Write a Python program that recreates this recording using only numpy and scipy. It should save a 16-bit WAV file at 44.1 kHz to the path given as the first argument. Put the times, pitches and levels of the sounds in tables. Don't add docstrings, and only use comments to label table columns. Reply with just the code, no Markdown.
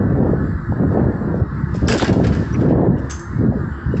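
import sys
import numpy as np
from scipy import signal
from scipy.fft import rfft, irfft
from scipy.io import wavfile
from scipy.ndimage import uniform_filter1d, minimum_filter1d

SR = 44100
rng = np.random.default_rng(int(sys.argv[2]) if len(sys.argv) > 2 else 0)


def inscribe(sig):
    pcm = np.round(np.clip(np.atleast_2d(sig).T, -1, 1) * 32767)
    wavfile.write(sys.argv[1], SR, pcm.astype(np.int16))


N = 176400
TREBLE_LIMIT_HZ = 8120


def amp(db):
    return 10 ** (np.asarray(db) / 20)


def unit_power(x):
    return x / np.sqrt(np.mean(x ** 2) + 1e-20)


def unit_energy(x):
    return x / np.sqrt(np.sum(x ** 2) + 1e-20)


def level_at(spectrum, hz):
    pitches, levels = np.transpose(spectrum)
    return np.interp(np.log(hz + 1), np.log(pitches), levels)


def curve(rows, column=1):
    rows = np.array(rows)
    return np.interp(np.arange(N) / SR, rows[:, 0], rows[:, column])


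def colour(x, db_at):
    return irfft(rfft(x) * amp(db_at(np.fft.rfftfreq(len(x), 1 / SR))), len(x))


def highpass(x, hz):
    return signal.sosfilt(signal.butter(2, hz, "high", fs=SR, output="sos"), x)


def drift(hz):
    return unit_power(colour(rng.standard_normal(N), lambda f: -10 * np.log10(1 + (f / hz) ** 4)))


def add(mix, start_s, sound):
    part = mix[max(round(start_s * SR), 0):][:len(sound)]
    part += sound[:len(part)]


# pitch_hz, level_db
ROAR_SPECTRUM = [(20, -13), (45, -3), (70, 4), (110, -2), (190, -3), (270, -11), (450, -17), (700, -23),
                 (870, -14.5), (1200, -11.5), (1740, -12.5), (1950, -20), (2300, -40), (3200, -47),
                 (3900, -41), (4800, -43), (6700, -56), (7550, -44), (8200, -64)]


def roar():
    hz, frame_s, noise = signal.stft(rng.standard_normal(N), SR, nperseg=2048, noverlap=1536)
    hz = hz[:, None]
    patches = uniform_filter1d(rng.standard_normal(noise.shape), size=9, axis=0)
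    patches = unit_power(uniform_filter1d(patches, size=7, axis=1))
    patch_db = np.where(hz < 2000, 1.8, 3.2) * patches
    glide_hz = 144 * np.interp(frame_s, np.arange(N) / SR, drift(hz=0.99))
    spacing_hz = 210.2
    resonance_db = 3 * np.cos(2 * np.pi * (hz + glide_hz) / spacing_hz) * np.minimum(hz / 1000, 1)
    shaped = noise * amp(level_at(ROAR_SPECTRUM, hz) + resonance_db + patch_db)
    return amp(-32.5) * unit_power(signal.istft(shaped, nperseg=2048, noverlap=1536)[1][:N])


# pitch_hz, level_db
HUM_TONES = [(70, -34), (344, -42), (1114, -57), (1243, -56), (1378, -53)]


def hum():
    out, t = np.zeros(N), np.arange(N) / SR
    for hz, db in HUM_TONES:
        waver = 1 + 0.7 * drift(hz=6)
        phase = 2 * np.pi * hz * t + 0.8 * drift(hz=6)
        out += amp(db) * unit_power(waver * np.sin(phase))
    return out


def eddy(hz):
    width_cycles = 0.59
    cycles = hz * np.arange(-.03, .03, 1 / SR)
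    offset = np.exp(-(np.pi * width_cycles) ** 2)
    return (np.cos(2 * np.pi * cycles) - offset) * np.exp(-(cycles / width_cycles) ** 2)


# time_s, strength_db, brightness_db
GUSTS = [(0.02, -14.5, -10), (0.09, -14.5, -15.5), (0.24, -11, -8.5), (0.56, -21.5, -23.5),
         (0.66, -38, -51), (0.7, -17.5, -27), (0.77, -21.5, -9.5), (0.84, -9.5, -10), (0.88, -15.5, -16),
         (1.0, -11.5, -5), (1.11, -11.5, -16.5), (1.14, -19.5, -11.5), (1.44, -20, -9), (1.5, -28, -21),
         (1.54, -22.5, -24), (1.62, -24.5, -24), (1.64, -26.5, -36), (1.72, -23, -28), (1.77, -20, -22.5),
         (1.81, -22.5, -36), (1.83, -7.5, -19), (1.96, -17.5, 0), (2.0, -30, -4.5), (2.03, -7.5, 1),
         (2.06, -27, -5), (2.09, -7.5, -7.5), (2.43, -14, -19.5), (2.45, -27, -9), (2.5, -21, -28.5),
         (2.6, -12.5, -13), (2.73, -7.5, -8), (2.85, -12.5, -7), (2.93, -8, -15.5), (3.09, -30.5, -9),
         (3.28, -41.5, -38.5), (3.42, -10, -19.5), (3.54, -15, -13.5), (3.71, -26.5, -25), (3.78, -46, 4),
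         (3.87, -19.5, -32.5), (3.96, -20, -17.5), (3.98, -16, -24)]
# pitch_hz, level_db
EDDY_SIZES = [(65, -3), (100, -5), (150, -5), (220, -7), (320, -10), (460, -16), (700, -21.5),
              (1200, -47.5), (2200, -53.5)]


def gusts():
    usual_brightness_db, eddies_per_cycle = -11.5, 1.3
    tilt_db_per_octave = 0.64 * (curve(GUSTS, column=2) - usual_brightness_db)
    out = np.zeros(N)
    for hz, db in EDDY_SIZES:
        arrivals = rng.random(N) < eddies_per_cycle * hz / SR
        strengths = 2 * rng.random(N) - 1
        swirl = signal.oaconvolve(strengths * arrivals, eddy(hz), "same")
        octaves = np.log2(np.clip(hz, 115, 585) / 179)
        out += unit_power(swirl) * amp(db + tilt_db_per_octave * octaves)
    return out * amp(1 + curve(GUSTS))


# time_s, level_db, pitch_hz
WIND_THUMPS = [(.121, -20, 450), (.335, -8.5, 400), (.722, -8, 190), (.724, -17, 650), (.819, -10.5, 380),
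               (.973, -4.5, 450), (1.344, -10.5, 473), (1.42, 1.5, 91), (1.428, -15.5, 500),
               (1.638, 0, 118), (1.75, -16, 470), (1.833, -20, 241), (2.024, -11, 540), (2.095, -5, 317),
               (2.143, -5, 450), (2.201, -6.5, 510), (2.622, -10, 420), (2.71, 2.5, 476),
               (2.834, -6.5, 490), (2.888, 0.5, 150), (3.335, -19, 250), (3.411, -10, 260),
               (3.443, -12.5, 420), (3.491, -11, 400), (3.501, 0.5, 70), (3.524, -10, 518),
               (3.941, -9, 358)]


def buffets():
    out, t = np.zeros(N), np.arange(SR // 10) / SR
    wake_s, wake_db = 0.0041, -3
    wake_fade = np.maximum(1 - (t / wake_s) ** 2, 0)
    for time_s, db, hz in WIND_THUMPS:
        swing = eddy(hz)
        wake = signal.fftconvolve(rng.standard_normal(len(t)) * wake_fade, swing)
        start_s = time_s - len(swing) / 2 / SR
        add(out, start_s, -amp(db) * swing)
        add(out, start_s, amp(db + wake_db) * np.linalg.norm(swing) * unit_energy(wake))
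    return out


# pitch_hz, level_db
GEAR_SPECTRUM = [(200, 3), (600, -7.5), (1000, 1), (1650, 7.5), (2100, -0.5), (3500, -7.5), (5000, -8.5),
                 (6400, -15), (7650, -16), (8100, -25)]
# time_s, level_db
DRAG_LEVELS = [(0.8, -83), (0.94, -60), (0.96, -76), (1.2, -79), (1.66, -67), (1.77, -54), (1.86, -48),
               (2.2, -46.5), (2.45, -49), (2.7, -57.5), (2.76, -81), (2.93, -88), (3.05, -58), (3.4, -68),
               (3.7, -68.5), (3.82, -80), (4, -56)]


def drag():
    grains = rng.standard_normal(N) * np.exp(0.4 * rng.standard_normal(N))
    scrape = colour(grains, lambda hz: level_at(GEAR_SPECTRUM, hz) - 40 * (hz > TREBLE_LIMIT_HZ))
    return amp(curve(DRAG_LEVELS)) * unit_power(highpass(scrape, hz=2970))


def treble_octaves(hz):
    return np.log2(np.clip(hz, 700, 8000) / 3000)


def struck_steel(blows, notes, spectrum, clash_fade_s, ring_db):
    strikes_per_s, crack_db, crack_fade_s = 400, 3, 0.012
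    out, t = np.zeros(N), np.arange(SR // 2) / SR
    pitches = np.fft.rfftfreq(len(t), 1 / SR)
    ripple_db = 1.2 * np.interp(pitches / 35, np.arange(2000), unit_power(rng.standard_normal(2000)))
    body_db = level_at(spectrum, pitches) + ripple_db - 40 * (pitches > 9000)
    fade = amp(-60 * t / clash_fade_s) + amp(crack_db - 60 * t / crack_fade_s)
    for start_s, db, rattle_s, tilt in blows:
        phases = rng.random(len(notes))
        noise, strengths = rng.standard_normal((2, len(t)))
        hits = (rng.random(len(t)) < strikes_per_s / SR) & (t < rattle_s)
        strikes = unit_energy(strengths * hits)
        strikes[0] += 0.4
        ring = np.zeros(len(t))
        for (hz, note_db, fade_s), phase in zip(notes, phases):
            loudness = amp(note_db + tilt * treble_octaves(hz) - 60 * t / fade_s)
            ring += loudness * np.sin(2 * np.pi * (hz * t + phase))
        ring *= np.minimum(2 * t / rattle_s, 1)
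        one_strike = colour(noise, lambda hz: body_db + tilt * treble_octaves(hz)) * fade
        clash = signal.fftconvolve(strikes, one_strike)[:len(t)]
        blow = unit_energy(clash) + amp(ring_db) * unit_energy(ring)
        add(out, start_s, amp(db) * unit_energy(blow))
    return out


# start_s, level_db, rattle_s, tilt_db_per_octave
GEAR_BLOWS = [(1.742, -20, 0.022, 6.5), (1.883, 1.5, 0.007, 3), (1.888, -0.5, 0.055, 7),
              (1.915, -1, .015, 2), (1.936, -8, 0.015, -1), (1.922, -11, .012, 9.5),
              (1.965, -13, 0.0076, 3), (1.976, -7.5, .012, 10), (1.997, -3.5, .015, 1.5),
              (2.014, -1.5, 0.016, 3), (2.043, -0.5, 0.015, 0), (2.068, -6, 0.02, 1.5),
              (2.09, -6, 0.014, -0.5), (2.128, -10, 0.011, 4), (2.238, -6.5, 0.013, 1),
              (2.268, -9, 0.019, 0), (2.321, -8, 0.018, -0.5), (2.35, -10, 0.009, 0.5),
              (2.597, -17, 0.019, 2), (2.645, -10.5, 0.022, -10.5), (2.685, -10, 0.025, -4.5),
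              (2.982, -33, 0.014, 8.5), (3.968, -20.5, 0.014, 4.5)]
# pitch_hz, level_db, fade_s
GEAR_NOTES = [(1090, -3, 0.3), (1314, 0, .35), (1530, 2, 0.35), (1680, 1, .4), (1795, 0, 0.4),
              (2267, 0, 0.3), (2466, -4, 0.3), (2616, -3, 0.25), (2833, -2, .3), (3050, -6, 0.35),
              (3360, -5, .35), (4540, -6, 0.3), (5134, -3, 0.25)]


def crashes():
    return amp(7.5) * struck_steel(GEAR_BLOWS, GEAR_NOTES, GEAR_SPECTRUM, clash_fade_s=0.14, ring_db=-10)


# start_s, length_s, pitch_hz, width_hz, level_db
LINK_SQUEALS = [(1.871, 0.018, 5100, 596, -32.5), (1.915, 0.0073, 2530, 600, -24),
                (1.979, 0.079, 3530, 700, -35.5), (2.521, 0.035, 5790, 70, -47),
                (2.54, 0.023, 2170, 600, -38.5), (2.963, 0.056, 2900, 246, -59),
                (3.694, 0.2, 3070, 495, -62), (3.898, 0.11, 2870, 250, -60.5)]


def squeals():
    out = np.zeros(N)
    for start_s, length_s, hz, width_hz, db in LINK_SQUEALS:
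        noise = rng.standard_normal(SR // 2)
        note = colour(noise, lambda f: -20 * np.log10(1 + (2 * (f - hz) / width_hz) ** 2))
        span = round(length_s * SR)
        add(out, start_s, amp(db) * unit_power(note[:span] * signal.windows.tukey(span)))
    return out


# start_s, level_db, rattle_s, tilt_db_per_octave
FITTING_BLOWS = [(3.097, -4, .004, -3), (3.105, 0, 0.0097, 3.5), (3.193, -13, 0.005, 12)]
# pitch_hz, level_db, fade_s
FITTING_NOTES = [(2789, -16, 0.28), (3460, -11, 0.21), (4549, -12, .26), (5134, -11, .25), (5750, -13, .3),
                 (6320, 7, 0.22), (6514, -5, .3), (7700, -1, 0.12)]
# pitch_hz, level_db
FITTING_SPECTRUM = [(800, -4.5), (1600, 12), (2500, -2), (4000, -2.5), (5500, 1.5), (7500, 3),
                    (8300, -17.5)]


def clinks():
    fitting = struck_steel(FITTING_BLOWS, FITTING_NOTES, FITTING_SPECTRUM, clash_fade_s=0.26, ring_db=-2.5)
    return amp(-1) * fitting


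def with_deck_echoes(sound):
    echoes_per_s, delay_s, fade_s, echo_db = 2000, 0.012, 0.82, -17
    t = np.arange(SR) / SR
    echoes = rng.standard_normal(SR) * (rng.random(SR) < echoes_per_s / SR)
    echoes = echoes * (t > delay_s) * amp(-60 * t / fade_s)
    return sound + amp(echo_db) * signal.fftconvolve(sound, unit_energy(echoes))[:N]


def scene():
    steel = with_deck_echoes(crashes() + clinks() + squeals()) + drag()
    machinery = roar() + hum()
    wind = highpass(gusts() + buffets(), hz=118)
    return (steel + machinery + wind)[None]


def record(dry):
    threshold_db, duck_share, recover_db_per_s, peak_limit = -14.5, 0.6, 77, 0.7
    power_db = 10 * np.log10(abs(uniform_filter1d(dry[0] ** 2, size=900)) + 1e-12)
    fall_db = np.arange(N) * recover_db_per_s / SR
    held_db = np.maximum.accumulate(power_db + fall_db) - fall_db
    over_db = np.maximum(held_db - threshold_db, 0)
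    ducked = dry[0] / amp(duck_share * uniform_filter1d(over_db, size=400))
    peak_gain = np.minimum(1, peak_limit / (abs(ducked) + 1e-9))
    limited = ducked * uniform_filter1d(minimum_filter1d(peak_gain, size=300), size=300)
    treble_cut = signal.firwin(151, TREBLE_LIMIT_HZ, window=("kaiser", 9), fs=SR)
    return signal.oaconvolve(limited, treble_cut, "same")[None]


dry = scene()
out = record(dry)
inscribe(out)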